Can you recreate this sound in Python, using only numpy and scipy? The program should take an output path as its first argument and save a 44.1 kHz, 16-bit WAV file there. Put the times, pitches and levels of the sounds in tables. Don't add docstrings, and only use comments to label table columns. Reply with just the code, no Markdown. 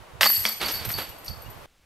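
import sys
import numpy as np
from scipy import signal
from scipy.fft import rfft, irfft
from scipy.io import wavfile
from scipy.ndimage import uniform_filter1d

SR = 44100
rng = np.random.default_rng(int(sys.argv[2]) if len(sys.argv) > 2 else 0)


def wav_out(sig):
    wavfile.write(sys.argv[1], SR, np.round(np.clip(np.atleast_2d(sig).T, -1, 1) * 32767).astype(np.int16))


N = 81585
TIME_S = np.arange(N) / SR

# freq_hz, density_db
PLASTIC_COLOUR = [(100, -30), (300, -15.5), (550, -5), (1200, 0), (2400, -7.5), (5000, -1.5), (6000, -11),
                  (10000, -15), (14000, -15), (16000, -23)]


def undb(db):
    return 10 ** (np.asarray(db) / 20)


def unit(x):
    return x / np.sqrt(np.mean(x ** 2) + 1e-20)


def curve(rows):
    return undb(np.interp(TIME_S, *np.array(rows).T, left=-200, right=-200))


def ring(x, response):
    return signal.fftconvolve(x, response)[:len(x)]


def colour(x, points, size=4096):
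    hz, db = np.array(points).T
    shape_db = np.interp(np.log(np.arange(size // 2 + 1) * SR / size + 1), np.log(hz), db)
    cepstrum = irfft(np.log(undb(shape_db)))
    cepstrum[1:size // 2] *= 2
    cepstrum[size // 2 + 1:] = 0
    response = irfft(np.exp(rfft(cepstrum)))
    return ring(x, response / np.linalg.norm(response))


def noise(spectrum):
    return unit(colour(rng.standard_normal(N), spectrum))


def add(out, start_s, sound):
    i = int(np.clip(start_s * SR, 0, N - 1))
    out[..., i:i + sound.shape[-1]] += sound[..., :N - i]


def pan(x, db):
    return x * undb(np.array([[db], [-db]]) / 2)


def wide(mid, side, side_db):
    return mid + undb(side_db) * side * np.array([[1], [-1]])


def modes(rows, scatter_db=1, attack_s=.0004):
    t = np.arange(SR // 2) / SR
    out = np.zeros(len(t))
    for hz, db, t60_s in rows:
        gain = undb(db + scatter_db * rng.standard_normal())
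        out += gain * np.exp(-np.log(1000) * t / t60_s) * np.sin(2 * np.pi * hz * t)
    return (1 - np.exp(-t / attack_s)) * out


def burst(decay_s):
    fall = np.exp(-np.arange(SR // 20) / SR / decay_s)
    x = rng.standard_normal(len(fall)) * fall
    return x * np.linalg.norm(fall) / np.linalg.norm(x)


def contacts(per_s=3500, scatter_db=0):
    hits = (rng.random(N) < per_s / SR) * np.sign(rng.standard_normal(N))
    return unit(hits * undb(scatter_db * np.clip(rng.standard_normal(N), -2, 2)))


def flutter(per_s=140):
    return np.interp(TIME_S * per_s, np.arange(N // 50), rng.standard_normal(N // 50))


def quiet_place(level_db=-61):
    # freq_hz, density_db
    spectrum = [(20, 6), (70, 1), (150, -8.5), (300, -13), (1000, -16.5), (2500, -16.5), (6000, -23),
                (15000, -31.5)]
    return undb(level_db) * noise(spectrum)


def forest_air(mid_db=-50.5, rise_db_per_s=2.13):
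    # freq_hz, density_db
    spectrum = [(30, -1), (250, -4.5), (500, 1), (1050, 0), (1700, -7), (3000, -11), (6000, -20),
                (12000, -23), (16000, -30.5)]
    return undb(mid_db + rise_db_per_s * TIME_S) * wide(noise(spectrum), noise(spectrum), side_db=-3.5)


def wind(left_db=-65, right_db=-55.5):
    # peak_s, level_db, half_width_s
    gusts = [(.005, -39.5, 0.024), (.15, -41, 0.019), (.22, -42, 0.046), (0.402, -35, 0.027),
             (0.654, -38.5, 0.035), (0.755, -37.5, 0.029), (0.818, -34.5, 0.017), (.885, -28.5, 0.026),
             (0.965, -29.5, 0.019), (1.016, -43.5, 0.035), (1.097, -39, 0.016), (1.31, -30.5, 0.023),
             (1.385, -42, 0.037), (1.478, -36.5, 0.034), (1.58, -46, .04), (1.645, -50, .025)]
    # freq_hz, density_db
    spectrum = [(18, -26), (35, -9.5), (60, 1.5), (110, -1.5), (160, -7), (240, -25), (600, -51.5),
                (2000, -80)]
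    gust_gain = sum(undb(db) * np.exp(-((TIME_S - peak_s) / half_width_s) ** 2)
                    for peak_s, db, half_width_s in gusts)
    eddies = noise(spectrum)
    eddies /= np.sqrt(uniform_filter1d(eddies ** 2, size=SR // 30) + 1e-9)
    left = undb(left_db) * noise(spectrum)
    right = undb(right_db) * noise(spectrum) + gust_gain * eddies
    return np.array([left, right])


def bird(rise_hz_per_s=4450, overtone_db=-16):
    # start_s, length_s, start_pitch_hz, level_db
    chirps = [(1.11, 0.029, 2800, -47.5), (1.452, 0.031, 2770, -46.5)]
    out = np.zeros(N)
    for start_s, length_s, hz, db in chirps:
        t = np.arange(int(length_s * SR)) / SR
        phase = 2 * np.pi * (hz * t + rise_hz_per_s * t ** 2 / 2)
        whistle = np.sin(phase) + undb(overtone_db) * np.sin(2 * phase)
        add(out, start_s, undb(db) * np.hanning(len(t)) * whistle)
    return out


def tree_echo(x, gain_db=-15, build_s=.0067, t60_s=.93):
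    # freq_hz, gain_db
    spectrum = [(150, -21), (700, -8.5), (1400, -6), (2400, 1.5), (5000, -2), (8000, 6), (15000, -9.5)]
    fall = (1 - np.exp(-TIME_S / build_s)) * np.exp(-np.log(1000) * TIME_S / t60_s)
    fall /= np.linalg.norm(fall)
    mid, side = (ring(x, colour(rng.standard_normal(N) * fall, spectrum)) for _ in range(2))
    return undb(gain_db) * wide(mid, side, side_db=-.5)


def link(tick_db=-5.5, tick_decay_s=.002):
    # freq_hz, spread_hz, level_db, t60_s
    link_modes = [(4470, 210, -14.5, .1), (5460, 220, -17.5, 0.087), (6280, 150, -22, 0.12),
                  (7890, 81, -19.5, 0.11), (8860, 120, -12.5, .1), (11814, 65, -0.5, 0.13),
                  (12120, 70, -5, 0.089), (12700, 150, -10, 0.052), (13180, 110, -7.5, .16),
                  (14220, 150, -14, .12)]
    # freq_hz, gain_db
    tick_colour = [(500, -12), (2000, -2.5), (5000, -0.5), (10000, 2.5), (13500, -0.5), (14500, -5.5),
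                   (15500, -21)]
    tuned = [(hz + spread_hz * rng.standard_normal(), db, t60_s)
             for hz, spread_hz, db, t60_s in link_modes]
    out = modes(tuned, scatter_db=4.5)
    add(out, 0, undb(tick_db) * colour(burst(tick_decay_s), tick_colour))
    return out


def pan_link(x):
    return pan(x, db=2.3 + 3.3 * rng.standard_normal())


def jingle(links=18, total_per_s=700, gain_db=-3):
    # time_s, level_db
    shake = [(.205, -57), (.218, -24), (.24, -23), (.33, -18), (.43, -27), (.52, -36), (.56, -42),
             (.6, -41.5), (.66, -36.5), (.75, -30), (.82, -43), (.92, -37), (1.01, -36), (1.1, -63),
             (1.21, -57), (1.3, -52), (1.39, -55), (1.52, -55), (1.66, -67)]
    out = np.zeros((2, N))
    for _ in range(links):
        touches = contacts(total_per_s / links, scatter_db=3)
        out += pan_link(ring(touches, link()))
    return unit(out) * curve(shake) * undb(gain_db)


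def clinks(links=3, spread_s=.004, gain_db=-6.5):
    # start_s, level_db
    collisions = [(0.2378, -11), (.2576, -10.5), (.2945, -33), (.3511, -19), (0.402, -24), (.4868, -15),
                  (.519, -20.5), (.66, -22), (0.7195, -18), (0.7598, -29), (0.8499, -19), (0.89, -17.5),
                  (0.9149, -13.5), (0.9798, -22.5), (1.0195, -23), (1.0904, -30), (1.1832, -37.5),
                  (1.2443, -26), (1.283, -32.5), (1.4196, -34), (1.501, -32.5)]
    out = np.zeros((2, N))
    for start_s, db in collisions:
        for k in range(links):
            delay_s = k * spread_s * rng.random()
            add(out, start_s + delay_s, pan_link(undb(db + gain_db) / links * link()))
    return out


def chain_slaps():
    # start_s, level_db, decay_s
    slaps = [(.440, -31, .008), (0.46, -25, .014), (.682, -28, 0.029), (0.847, -36.5, .008),
             (1.261, -42, 0.022), (1.281, -40.5, 0.011)]
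    # freq_hz, density_db
    spectrum = [(300, -23), (1500, -7), (3500, -6), (4600, -2), (5500, 2), (6500, -6), (7500, -13),
                (9000, -5.5), (11000, -22.5), (16000, -28.5)]
    force = sum(undb(db) * (TIME_S >= start_s) * np.exp(-np.abs(TIME_S - start_s) / decay_s)
                for start_s, db, decay_s in slaps)
    return colour(contacts() * force, spectrum)


def chain_ring(gain_db=-5, flutter_db=3.5):
    # start_s, level_db
    knocks = [(.2500, -15.5), (.2630, -11), (0.333, -19.5), (0.397, -50), (0.4605, -19), (.5150, -33),
              (0.6041, -29), (0.6463, -22), (0.6822, -24.5), (0.739, -25.5), (.7750, -32), (.9385, -21.5),
              (1.0145, -32.5), (1.067, -41.5), (1.280, -27)]
    # freq_hz, level_db, t60_s
    ring_modes = [(4487, -9.5, 0.37), (4522, -2, 0.34), (4574, -7.5, 0.16), (4600, -10, .15),
                  (4830, -22, .3), (4930, -15.5, 0.13), (5000, -20, 0.41)]
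    out = np.zeros(N)
    for start_s, db in knocks:
        add(out, start_s, undb(db + gain_db) * modes(ring_modes, attack_s=.0015))
    shared = flutter()
    waver = np.array([shared + .7 * flutter() for _ in range(2)])
    return pan(out * undb(flutter_db * waver), db=.6)


def disc_skid(gain_db=.5):
    # time_s, level_db
    levels = [(0.6, -42.5), (0.618, -26.5), (0.678, -35), (0.686, -30.5), (0.738, -40), (0.848, -40),
              (0.852, -35), (0.88, -45.5), (0.908, -34.5), (0.916, -43.5), (0.974, -42), (0.988, -30.5),
              (1.054, -44), (1.14, -60.5)]
    # freq_hz, density_db
    spectrum = [(70, -14), (200, 0), (500, 2), (1800, 0.5), (4000, -2), (5800, -11.5), (7300, -15.5),
                (11000, -13), (14000, -17.5), (16000, -30)]
    return pan(undb(gain_db) * colour(contacts() * curve(levels), spectrum), db=-4)


def disc_plough(gain_db=.5):
    # time_s, level_db
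    levels = [(.2095, -25), (.211, -16.5), (.225, -20.5), (.242, -20.5), (.248, -24), (.262, -19),
              (.272, -25.5), (.288, -55), (.36, -75), (.45, -44), (.456, -32.5), (.475, -35.5), (.5, -38.5),
              (.55, -54), (.62, -66)]
    return undb(gain_db) * colour(contacts() * curve(levels), PLASTIC_COLOUR)


def disc_blows(crack_decay_s=.0013, upper_ratio=1.42):
    # start_s, level_db, crack_pitch_hz, disc_share_db
    blows = [(.2100, -3, 1900, -9), (0.231, -7, 1800, -19.5), (0.2321, -0.5, 2000, -15),
             (0.2373, -9, 1900, -15), (0.2419, -7, 1700, -11.5), (.2510, -20, 1200, 9),
             (0.2566, -38, 1700, -10.5), (0.2589, -6.5, 1250, -12.5), (0.2638, -8, 1300, -12.5),
             (.3020, -15.5, 1100, -15.5), (0.453, -2.5, 2300, 0.5), (0.6147, -16, 1500, -6.5),
             (0.6297, -16.5, 2600, -8), (.8540, -23, 2800, -10), (.9040, -18.5, 1400, -2),
             (.9870, -20, 1100, -3)]
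    # freq_hz, level_db, t60_s
    disc_modes = [(217, 0, 0.26), (470, 4.5, .05), (604, 4.5, .07), (780, -7.5, 0.057)]
    # freq_hz, level_db, t60_s
    frame_modes = [(960, -8, 0.073), (1040, -9.5, .2), (1236, -2.5, 0.085), (1400, -11, .15),
                   (1590, -18, .17), (1694, -5, .14), (1800, -11.5, .4), (1887, -10, .12),
                   (2035, 4.5, 0.21), (2210, -4.5, .25), (2573, -5, 0.17), (3040, -10.5, .14),
                   (3300, 0, .13), (3380, -10.5, 0.19)]
    crack_gain_db, grit_gain_db, disc_gain_db, frame_gain_db = -6.5, -5.5, -34, -34.5
    low_cut = signal.butter(3, 510, "highpass", fs=SR, output="sos")
    t = np.arange(SR // 20) / SR
    out = np.zeros(N)
    for start_s, db, hz, disc_share_db in blows:
        phase = 2 * np.pi * hz * t
        crack = np.exp(-t / crack_decay_s) * (np.sin(phase) + np.sin(upper_ratio * phase))
        grit = undb(grit_gain_db) * colour(burst(crack_decay_s), PLASTIC_COLOUR)
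        add(out, start_s, undb(db + crack_gain_db) * signal.sosfilt(low_cut, crack + grit))
        disc = undb(disc_gain_db + disc_share_db) * modes(disc_modes)
        frame = undb(frame_gain_db) * modes(frame_modes)
        add(out, start_s, undb(db) * (disc + frame))
    return pan(out, db=-2.5)


def mic_phase(x):
    # freq_hz, left_lead_rad
    leads = [(200, -.05), (2000, -.4), (6000, -.3), (13000, -0.39)]
    hz, lead_rad = np.array(leads).T
    bin_hz = np.arange(N + 1) * SR / (2 * N)
    turn_rad = np.interp(np.log(bin_hz + 1), np.log(hz), lead_rad)
    rotation = np.exp(.5j * turn_rad * np.array([[1], [-1]]))
    return irfft(rfft(x, 2 * N) * rotation)[:, :N]


def scene(cut_s=1.66):
    basket = disc_blows() + chain_ring() + chain_slaps() + clinks() + jingle()
    basket += disc_plough() + disc_skid()
    air = forest_air()
    forest = mic_phase(basket) + tree_echo(basket.mean(axis=0)) + bird() + air + wind()
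    return np.where(TIME_S < cut_s, forest, quiet_place())


def record(dry):
    top_hz = 15600
    low_pass = signal.ellip(8, .2, 70, top_hz, fs=SR, output="sos")
    return signal.sosfilt(low_pass, np.clip(dry, -1, 1))


dry = scene()
out = record(dry)
wav_out(out)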